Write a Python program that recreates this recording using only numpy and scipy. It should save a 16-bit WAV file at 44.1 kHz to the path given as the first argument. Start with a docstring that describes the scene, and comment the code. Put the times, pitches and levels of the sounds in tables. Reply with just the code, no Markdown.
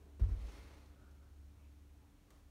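"""A carpeted wooden staircase in a quiet house, one soft step heard from a hand-held microphone.
The sole brushes the carpet, the boards knock and the weight sets the whole flight booming.
Clothes swish and a sleeve rubs as the body moves on, echoed by the near walls; a small double tick
comes late. Behind it all, a household machine hums faintly under the room's own hush."""
import sys
import numpy as np
from scipy import signal
from scipy.fft import rfft, irfft
from scipy.io import wavfile

SR = 44100
rng = np.random.default_rng(int(sys.argv[2]) if len(sys.argv) > 2 else 0)


def dump_mix(stems):
    """Bounce the given channels to the path in sys.argv[1] as a 16-bit WAV at rate SR."""
    frames = np.atleast_2d(stems).T  # one column per channel
    limited = np.clip(frames, -1, 1)  # hard clip at full scale
    pcm = np.round(limited * 32767).astype(np.int16)
    wavfile.write(sys.argv[1], SR, pcm)


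N = 110250
TIME = np.arange(N) / SR
BIN_HZ = np.arange(N // 2 + 1) * SR / N


def from_db(db):
    """Decibels to gain."""
    return 10 ** (np.asarray(db) / 20)


def unit_rms(x):
    """Scale to unit rms."""
    return x / np.sqrt(np.mean(x ** 2) + 1e-20)


def coloured(x, colour):
    """Shape a steady noise by (frequency [Hz], relative level [dB]) points; rms 1."""
    hz, db = np.transpose(colour)
    curve_db = np.interp(np.log(np.maximum(BIN_HZ, 1)), np.log(hz), db)
    return unit_rms(irfft(rfft(x) * from_db(curve_db), N))


def noise(colour):
    """Smooth noise of a given spectrum; rms 1."""
    return coloured(rng.standard_normal(N), colour)


def drift(rate_hz):
    """Slow random wander; rms 1."""
    return unit_rms(irfft(rfft(rng.standard_normal(N)) / (1 + (BIN_HZ / rate_hz) ** 4), N))


def ring(force, hz, t60):
    """One mode: a unit impulse starts a decaying sine of height 1."""
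    radius, angle = from_db(-60 / (t60 * SR)), 2 * np.pi * hz / SR
    return signal.lfilter([0, np.sin(angle)], [1, -2 * radius * np.cos(angle), radius ** 2], force + 1e-18)


def resonance(x, hz, q):
    """Band-pass with gain 1 at its centre."""
    return signal.lfilter(*signal.iirpeak(hz, q, fs=SR), x)


def push(start, length):
    """A smooth contact force of unit area."""
    return np.sin(np.pi * np.clip((TIME - start) / length, 0, 1)) ** 2 * 2 / (length * SR)


def burst(start, attack, t60):
    """Quick rise and exponential decay, timed in seconds."""
    age = np.maximum(TIME - start, 0)
    return np.minimum(age / attack, 1) * np.exp(-np.log(1000) * age / t60)


def swell(peak_time, db, rise, fall, stretch=1):
    """A bell-shaped stroke with its own rise and fall."""
    width = stretch * np.where(TIME < peak_time, rise, fall)
    return from_db(db) * np.exp(-.5 * ((TIME - peak_time) / width) ** 2)


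# Weight coming onto the tread: (time [s], level [dB], contact time [s])
LOADS = [(0.2091, -26.5, 0.0093), (0.2546, -31.5, 0.0098), (0.3087, -29, 0.016), (0.413, -36, 0.029)]
# Deep modes of the flight: (frequency [Hz], level [dB], t60 [s])
STAIR_MODES = [(36.9, -22.5, 0.8), (54.62, -0.5, 0.77), (60.85, -2.5, 0.59), (70.4, -3.4, 0.34),
               (91.03, -0.5, 0.42)]

def staircase():
    """Soft loads set the whole flight booming."""
    force = sum(from_db(db) * push(start, length) for start, db, length in LOADS)
    return sum(from_db(db) * ring(force, hz, t60) for hz, db, t60 in STAIR_MODES)


# Light knocks underfoot: (time [s], level [dB])
KNOCKS = [(0.197, -57), (0.2122, -61.5), (0.2886, -57), (0.3159, -59.5)]
# Modes of the boards: (frequency [Hz], level [dB], t60 [s])
BOARD_MODES = [(158, -8, 0.16), (199, -7.5, 0.29), (247.7, 2.5, 0.24), (295, -2.5, 0.17), (391.2, -1, 0.31),
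               (471, -10.5, 0.91), (700, -5, .3)]

def boards():
    """The boards knock under the load, each mode ringing a little differently every time."""
    mode_gains = from_db(rng.normal(0, 0.71, (len(KNOCKS), len(BOARD_MODES)))).T
    forces = np.array([from_db(db) * push(start, length=.002) for start, db in KNOCKS])
    return sum(from_db(db) * ring(gains @ forces, hz, t60)
               for gains, (hz, db, t60) in zip(mode_gains, BOARD_MODES))


# Scuffs on the carpet: (time [s], level [dB], t60 [s])
SCUFFS = [(0.194, -50, 0.12), (0.211, -64, 0.42), (0.232, -61, 0.38), (0.285, -61.5, 0.63),
          (0.528, -64, .04)]
# Their muffled spectrum: (frequency [Hz], level [dB])
SCUFF_COLOUR = [(150, 3), (400, 0.5), (800, -8.5), (1600, -14), (3000, -22), (7000, -28), (15000, -38.5)]

def sole():
    """The sole makes short puffs of friction on the carpet pile."""
    envelope = sum(from_db(db) * burst(start, attack=0.0036, t60=t60) for start, db, t60 in SCUFFS)
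    return noise(SCUFF_COLOUR) * envelope


def cloth_friction(colour, grains_per_s=1100, spread_db=3, grain_db=-11):
    """Sliding cloth: smooth hiss with tiny grains where fibres catch."""
    grains = (rng.random(N) < grains_per_s / SR) * rng.choice([-1, 1], N)
    strength = from_db(spread_db * np.minimum(rng.exponential(1, N), 4))
    return coloured(rng.standard_normal(N) + from_db(grain_db) * unit_rms(grains * strength), colour)


# Clothes moving on the stairs: (peak time [s], level [dB], rise [s], fall [s])
SWISHES = [(0.52, -62, 0.17, 0.17), (0.81, -72.5, 0.14, 0.11)]
# Spectrum of a swish: (frequency [Hz], level [dB])
SWISH_COLOUR = [(150, 6), (400, 5.5), (700, 0), (1300, -2.5), (1650, -6.5), (2100, -3), (2900, -9),
                (4100, -8.5), (6500, -13.5), (7600, -17.5), (9500, -17), (15000, -27.5)]
# Cloth snagging and letting go: (time [s], level [dB])
SNAGS = [(0.469, -62.5), (0.52, -61.5), (0.859, -66), (1.111, -69)]
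# Spectrum of a snag: (frequency [Hz], level [dB])
SNAG_COLOUR = [(300, -6), (2500, -21), (3700, 1.5), (6300, -1), (8000, -8), (15000, -16)]

def clothes(treble_narrowing=0.05, flutter_db=1.26):
    """Fluttering swishes of cloth, brightest at their fastest, with a few snags."""
    friction = cloth_friction(SWISH_COLOUR)
    snags = sum(from_db(db) * burst(start, attack=0.0014, t60=0.029) for start, db in SNAGS)
    cloth = noise(SNAG_COLOUR) * snags
    for hz in 500 * 2 ** np.arange(7):  # peel off octave bands, lowest first
        band = signal.sosfiltfilt(signal.butter(2, min(hz, .45 * SR), fs=SR, output="sos"), friction)
        friction = friction - band
        stretch = (hz / 1000) ** -treble_narrowing  # treble needs speed, so its swell is shorter
        cloth += band * sum(swell(*stroke, stretch) for stroke in SWISHES)
    return cloth * from_db(flutter_db * drift(rate_hz=34))


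# Sleeve rubs: (peak time [s], level [dB], rise [s], fall [s], resonance [Hz], its strength [dB])
RUBS = [(0.03, -69, 0.14, 0.091, 400, -5.5), (1.05, -69.5, 0.097, 0.066, 1395, -10.5),
        (1.229, -74.5, 0.034, .05, 1387, -8), (1.59, -82, 0.031, .06, 1100, -1),
        (1.63, -80.5, 0.043, 0.032, 2550, 0), (2.04, -78.5, 0.092, .06, 890, -5.5),
        (2.315, -72, 0.035, 0.086, 1220, -12)]
# Their dull spectrum: (frequency [Hz], level [dB])
RUB_COLOUR = [(150, 4.5), (400, 3), (800, -4), (1400, -11.5), (2200, -18.5), (5000, -25), (15000, -40)]

def sleeve(q=3):
    """A sleeve rubs dully, each stroke with a soft resonance of its own."""
    friction = cloth_friction(RUB_COLOUR)
    rubs = np.zeros(N)
    for *stroke, hz, db in RUBS:
        resonant = unit_rms(resonance(resonance(friction, hz, q), hz, q))
        rubs += unit_rms(friction + from_db(db) * resonant) * swell(*stroke)
    return rubs


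# A small double tick: (time [s], level [dB])
TICKS = [(2.3049, -59.5), (2.311, -76)]
# Its spectrum: (frequency [Hz], level [dB])
TICK_COLOUR = [(300, 7), (1500, 3), (3500, 0), (5800, -1), (9500, -4), (15000, -13)]

def ticks(wash_db=-14.5):
    """Dry ticks reach the microphone, each with a faint wash from the stairwell."""
    direct = sum(from_db(db) * burst(start, attack=0.00029, t60=0.027) for start, db in TICKS)
    wash = sum(from_db(db + wash_db) * burst(start, attack=0.0027, t60=0.74) for start, db in TICKS)
    return direct * noise(TICK_COLOUR) + wash * noise(TICK_COLOUR)


# Reflections off the near walls and treads: (delay [s], level [dB])
ECHOES = [(.0071, -16), (0.013, -13), (0.0178, -12), (.0289, -12.5), (0.0425, -12.5)]

def stairwell(x):
    """Near surfaces add a few early echoes."""
    return x + sum(from_db(db) * np.pad(x, (int(delay * SR), 0))[:N] for delay, db in ECHOES)


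# Course of the low hum at the microphone: (time [s], rms level [dB])
HUM_LEVEL = [(0, -58), (.6, -60), (1.1, -59.5), (1.45, -58.5), (1.62, -57), (1.85, -58.5), (2.07, -66.5),
             (2.26, -78), (2.45, -62.5)]

def machine(hum_hz=70.74, whine_hz=290.1):
    """A machine somewhere in the house gives a low hum and a thin whine, both wavering."""
    hum_db = np.interp(TIME, *np.transpose(HUM_LEVEL)) + 1.54 * drift(rate_hz=5.6)
    whine_db = -76.5 + 2.0 * drift(rate_hz=12)
    slip_rad = 0.64 * drift(rate_hz=7.5)
    hum = from_db(hum_db) * np.sin(2 * np.pi * hum_hz * TIME)
    whine = from_db(whine_db) * np.sin(2 * np.pi * whine_hz * TIME + slip_rad)
    return np.sqrt(2) * (hum + whine)


# Low rumble of the house: (frequency [Hz], level [dB])
RUMBLE = [(20, -18.5), (35, 11), (55, 5.5), (100, 7.5), (140, -15), (250, -47)]
# Room air and microphone hiss: (frequency [Hz], level [dB])
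HUSH = [(60, -16), (130, 2), (200, 3.5), (320, -1), (450, -6.5), (800, -10.5), (1300, -13), (2100, -16),
        (3500, -19), (7000, -21), (12000, -24.5), (15500, -27.5)]

def room_tone(rumble_db=-65.5, hush_db=-71.5):
    """Steady rumble under the hush of the air and the microphone."""
    return from_db(rumble_db) * noise(RUMBLE) + from_db(hush_db) * noise(HUSH)


def scene():
    """Step, clothing and house, all at one hand-held microphone."""
    background = machine() + room_tone()
    step = staircase() + boards() + sole()
    clothing = stairwell(clothes() + sleeve())
    return (step + clothing + ticks() + background)[None]


# Narrow dips of the microphone port: (frequency [Hz], Q, depth [0-1])
PORT_DIPS = [(4860, 12.6, 0.42), (7570, 10, 0.29), (10470, 18, .5)]

def record(dry, low_cut_hz=31, high_cut_hz=15700):
    """The microphone port dents the treble; the deepest bass and the top are cut."""
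    x = signal.sosfilt(signal.butter(6, low_cut_hz, "high", fs=SR, output="sos"), dry)
    for hz, q, depth in PORT_DIPS:
        x = x - depth * resonance(x, hz, q)
    return signal.sosfilt(signal.ellip(10, .1, 70, high_cut_hz, fs=SR, output="sos"), x)


dry = scene()
out = record(dry)
dump_mix(out)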